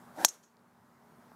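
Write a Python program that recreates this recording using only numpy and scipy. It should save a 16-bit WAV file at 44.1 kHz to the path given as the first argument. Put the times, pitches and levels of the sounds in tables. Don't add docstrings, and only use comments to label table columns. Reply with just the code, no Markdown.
import sys
import numpy as np
from scipy import signal
from scipy.fft import rfft, irfft, next_fast_len
from scipy.io import wavfile
from scipy.ndimage import uniform_filter1d, map_coordinates

SR = 44100
rng = np.random.default_rng(int(sys.argv[2]) if len(sys.argv) > 2 else 0)


def unload_audio(sound):
    columns = np.transpose(np.atleast_2d(sound))
    steps = np.round(np.clip(columns, -1, 1) * 32767)
    wavfile.write(sys.argv[1], SR, steps.astype(np.int16))


def makeup_ratio(level_db):
    decades = np.asarray(level_db, float) / 20
    return 10 ** decades


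N = 59535
T = np.arange(N) / SR
STRIKE_S = 0.24788


def unit(x):
    return x / np.sqrt(np.mean(x ** 2) + 1e-20)


def along(points, hz):
    point_hz, value = np.transpose(points)
    return np.interp(np.log(hz + 1), np.log(point_hz + 1), value)


def over_time(points):
    return np.interp(T, *np.transpose(points))


def filtered(x, response):
    size = next_fast_len(N + 8192)
    spectrum = rfft(x, size) * response(np.fft.rfftfreq(size, 1 / SR))
    return irfft(spectrum, size)[:N]


def noise(response):
    return unit(filtered(rng.standard_normal(N), response))


def wobble(rate):
    knots = rng.standard_normal(int(N * rate / SR) + 4)
    return map_coordinates(knots, [T * rate])


def high_pass(hz, edge_hz):
    return (1j * hz / (edge_hz + 1j * hz)) ** 2


def ring(modes, start_s, rise_s, flutter_db=0, flutter_rad=0):
    flutter_per_s = 380
    length = 8000
    first = int(np.ceil(start_s * SR))
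    t = (first + np.arange(length)) / SR - start_s
    hz, level_db, t60_s = np.transpose(modes)[:, :, None]

    knots = rng.standard_normal((2 * len(modes), 200))
    curves = [np.interp(t * flutter_per_s, np.arange(200), k) for k in knots]
    level_curve, phase_curve = np.reshape(curves, (2, len(modes), -1))

    envelope = makeup_ratio(level_db - 60 * t / t60_s + flutter_db * level_curve)
    tones = envelope * np.sin(2 * np.pi * hz * t + flutter_rad * phase_curve)
    out = np.zeros(N + length)
    out[first:first + length] = tones.sum(0) * (1 - np.exp(-t / rise_s))
    return out[:N]


def ambient():
    # pitch_hz, relative density_db (per Hz)
    wash_colour = [(18, -12), (45, -16), (98, -8), (190, -4.5), (290, -13), (415, -11.5), (526, -17.5),
                   (600, -12.5), (700, -13.5), (900, -10), (1630, -18), (2600, -31.5), (6000, -34.5),
                   (16000, -36.5)]
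    # time_s, change_db
    traffic_swell = [(0, 0), (.6, -1), (.9, -1), (1.24, 1.5), (1.35, 1)]
    # pitch_hz, level_db
    faint_hums = [(415, -75), (592, -73)]
    wash_db, hum_db = -56, -61.5
    hum_hz, hum_wander_hz = 238.6, 2.5

    z = signal.stft(rng.standard_normal(N), nperseg=512)[2]
    patches = uniform_filter1d(rng.standard_normal(z.shape), 6, 0)
    patches = uniform_filter1d(patches, 12, 1)
    patchy = signal.istft(z * makeup_ratio(1.2 * unit(patches)), nperseg=512)[1][:N]
    wash = unit(filtered(patchy, lambda hz: makeup_ratio(along(wash_colour, hz))))

    hum_phase = 2 * np.pi * np.cumsum(hum_hz + hum_wander_hz * wobble(8.3)) / SR
    hum = np.sqrt(2) * np.sin(hum_phase) * makeup_ratio(1.5 * wobble(5.6))
    faint = sum(makeup_ratio(db + 2.5 * wobble(8)) * np.sin(2 * np.pi * hz * T) for hz, db in faint_hums)
    return makeup_ratio(wash_db + over_time(traffic_swell)) * wash + makeup_ratio(hum_db) * hum + faint


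def wind():
    # time_s, level_db
    gust_level = [(0, -62), (.3, -72), (.6, -70), (.8, -61), (1.1, -60), (1.35, -60)]
    # pitch_hz, relative density_db (per Hz)
    rumble_colour = [(40, -15), (80, 0), (140, -2.5), (200, 0), (300, -25)]
    rumble = noise(lambda hz: makeup_ratio(along(rumble_colour, hz) - 40 * (hz > 400)))
    return makeup_ratio(over_time(gust_level) + 2.5 * wobble(15)) * rumble


def whoosh():
    # time_s, level_db
    swing = [(.12, -78), (0.161, -63.5), (0.179, -51.5), (0.199, -43), (.23, -43), (0.248, -46.5),
             (.26, -55)]
    # centre_hz, width_hz, relative level_db, lateness_db_per_s (positive swells later)
    whistles = [(290, 150, -2, 0), (600, 160, -6, -60), (770, 90, -0.5, -30), (900, 200, -2, 80),
                (1650, 500, -6, 150)]
    # pitch_hz, relative density_db (per Hz)
    air_colour = [(880, -29.5), (1500, 0.5), (1880, -6.5), (2640, -16), (3960, -13.5), (12100, -16.5),
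                  (16000, -23)]
    # time_s, level_db
    air_level = [(.13, -80), (.16, -63), (.2, -49.5), (.226, -47.5), (.246, -48), (.26, -52), (.33, -60.5),
                 (.42, -80), (.5, -100)]
    follow_db_per_s = 350

    outside_s = np.maximum(T - STRIKE_S, 0) + np.maximum(swing[0][0] - T, 0)
    level_db = over_time(swing) - follow_db_per_s * outside_s
    before_strike_s = np.clip(T - STRIKE_S, -0.15, 0)
    bands = np.zeros(N)
    for centre_hz, width_hz, band_db, lateness in whistles:
        band = noise(lambda hz: 1 / (1 + (2 * (hz - centre_hz) / width_hz) ** 2))
        bands += makeup_ratio(band_db + lateness * before_strike_s) * band
    hiss = noise(lambda hz: makeup_ratio(along(air_colour, hz))) * makeup_ratio(over_time(air_level))
    return makeup_ratio(level_db + 2.5 * wobble(60)) * bands + hiss


def strike():
    # pitch_hz, relative level_db, t60_s
    crack_modes = [(200, -8, .025), (340, -10, .02), (700, -9, .012), (950, -3, .011), (1241, -3.5, .005),
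                   (1674, -5.5, .007), (2120, -6, 0.0026), (2650, -5, .004), (3370, -1, .005),
                   (3800, -3, .004), (4300, -3, .005), (4900, -4, .005), (11300, -3, 0.0092),
                   (14000, -10, 0.0056)]
    # pitch_hz, relative level_db, t60_s
    head_modes = [(4210, -25, 0.058), (5490, -8, 0.056), (5623, -6, .05), (5950, -7, .055),
                  (6325, -0.5, 0.054), (6417, -9, 0.077), (6560, -8, 0.056), (6754, -7, .05),
                  (7060, -11.5, .05), (7640, -8, .04), (8550, -11, .045), (10206, -14, .04),
                  (11270, -14, 0.034), (12530, -12, .03)]
    # pitch_hz, relative level_db
    dense_colour = [(1500, -29.5), (3000, -15), (3900, -8), (5000, -12), (5500, 0), (7200, 1), (8700, -2),
                    (9500, -10), (16000, -18)]
    strike_db, low_cut_hz = -8.5, 450
    ground_s, ground_db = 0.0012, -15

    t = T - STRIKE_S
    crack = ring(crack_modes, STRIKE_S, rise_s=0.00005)
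    head = ring(head_modes, STRIKE_S, rise_s=0.0015, flutter_db=4, flutter_rad=0.73)
    splash = makeup_ratio(-10 - 60 * np.abs(t) / 0.03) * noise(lambda hz: (hz / (hz + 5000)) ** 2)
    dense = makeup_ratio(-11 - 60 * np.abs(t) / 0.081) * noise(lambda hz: makeup_ratio(along(dense_colour, hz)))
    blow = crack + head + (t > 0) * (splash + dense)

    def path(hz):
        bounce = makeup_ratio(ground_db) * np.exp(-2j * np.pi * hz * ground_s)
        return (1 + bounce) * high_pass(hz, low_cut_hz)

    return makeup_ratio(strike_db) * filtered(blow, path)


def echoes(blow):
    # delay_s, relative level_db (ahead of the edges), smear_s, bass_edge_hz, treble_edge_hz
    objects = [(.0332, -15, 0.000091, 5000, 11000), (.0353, -14, 0.00012, 1500, 8000),
               (.0383, -12, .0001, 500, 22000), (.09, -29, .008, 4500, 9000),
               (.188, -34, 0.0024, 1800, 6000), (.18, -34, .035, 4100, 7300)]
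    # pitch_hz, relative level_db
    scatter_colour = [(200, -8), (350, 5), (900, 3), (2000, -3), (4000, -4), (5100, -5), (5600, 4),
                      (6800, 4), (7600, -3), (11000, -8), (16000, -16)]
    # pitch_hz, t60_s
    scatter_decay = [(300, .4), (1500, 0.4), (4000, .35), (6300, .32), (12000, .4)]
    scatter_db = -35.5

    out = np.zeros(N)
    for delay_s, level_db, smear_s, bass_hz, treble_hz in objects:
        t = T - delay_s
        rough = rng.standard_normal(N) + 3 * (t < 1 / SR)
        face = (t >= 0) * np.exp(-np.abs(t) / smear_s) * rough
        copy = signal.fftconvolve(blow, face / np.linalg.norm(face))[:N]
        thinned = filtered(copy, lambda hz: high_pass(hz, bass_hz) / (1 + 1j * hz / treble_hz) ** 2)
        out += makeup_ratio(level_db) * thinned

    scatter = noise(lambda hz: makeup_ratio(along(scatter_colour, hz)))
    hz, t, z = signal.stft(scatter, SR, nperseg=256)
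    decay = makeup_ratio(-60 * np.abs(t - STRIKE_S) / along(scatter_decay, hz)[:, None])
    tail = signal.istft(z * decay, SR, nperseg=256)[1][:N]
    return out + makeup_ratio(scatter_db) * tail * (T > STRIKE_S)


def ticks():
    # start_s, level_db, pitch_hz, t60_s
    knocks = [(.5694, -35.5, 4600, .0015), (.5694, -48, 10990, .001), (.593, -46, 4500, 0.0022),
              (1.318, -33.5, 900, 0.0058)]
    return sum(ring([(hz, db, t60_s)], start_s, rise_s=0.00024) for start_s, db, hz, t60_s in knocks)


def scene():
    blow = strike()
    return (ambient() + wind() + whoosh() + blow + echoes(blow) + ticks())[None]


def microphone(x):
    # pitch_hz, gain_db
    roll_off = [(15300, 0), (16000, -12), (16700, -25)]
    return filtered(x, lambda hz: high_pass(hz, 120) * makeup_ratio(along(roll_off, hz)) * (hz < 16700))


def gain_control(x):
    threshold_db, attack_s = -29, 0.0087
    over_db = np.maximum(20 * np.log10(np.abs(x) + 1e-9) - threshold_db, 0)

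    def held(share, db_per_s):
        return np.maximum.accumulate(share * over_db + db_per_s * T) - db_per_s * T

    slow_db = held(share=0.35, db_per_s=5.5)
    quick_db = held(share=0.55, db_per_s=90)
    step = 1 / (attack_s * SR)
    duck_db = signal.lfilter([step], [1, step - 1], np.maximum(slow_db, quick_db))
    return x * makeup_ratio(-duck_db)


def band_limit(x):
    return signal.sosfilt(signal.butter(12, 16800, fs=SR, output="sos"), x)


def record(dry):
    mix = gain_control(microphone(dry[0]))[None]
    return band_limit(mix)


dry = scene()
out = record(dry)
unload_audio(out)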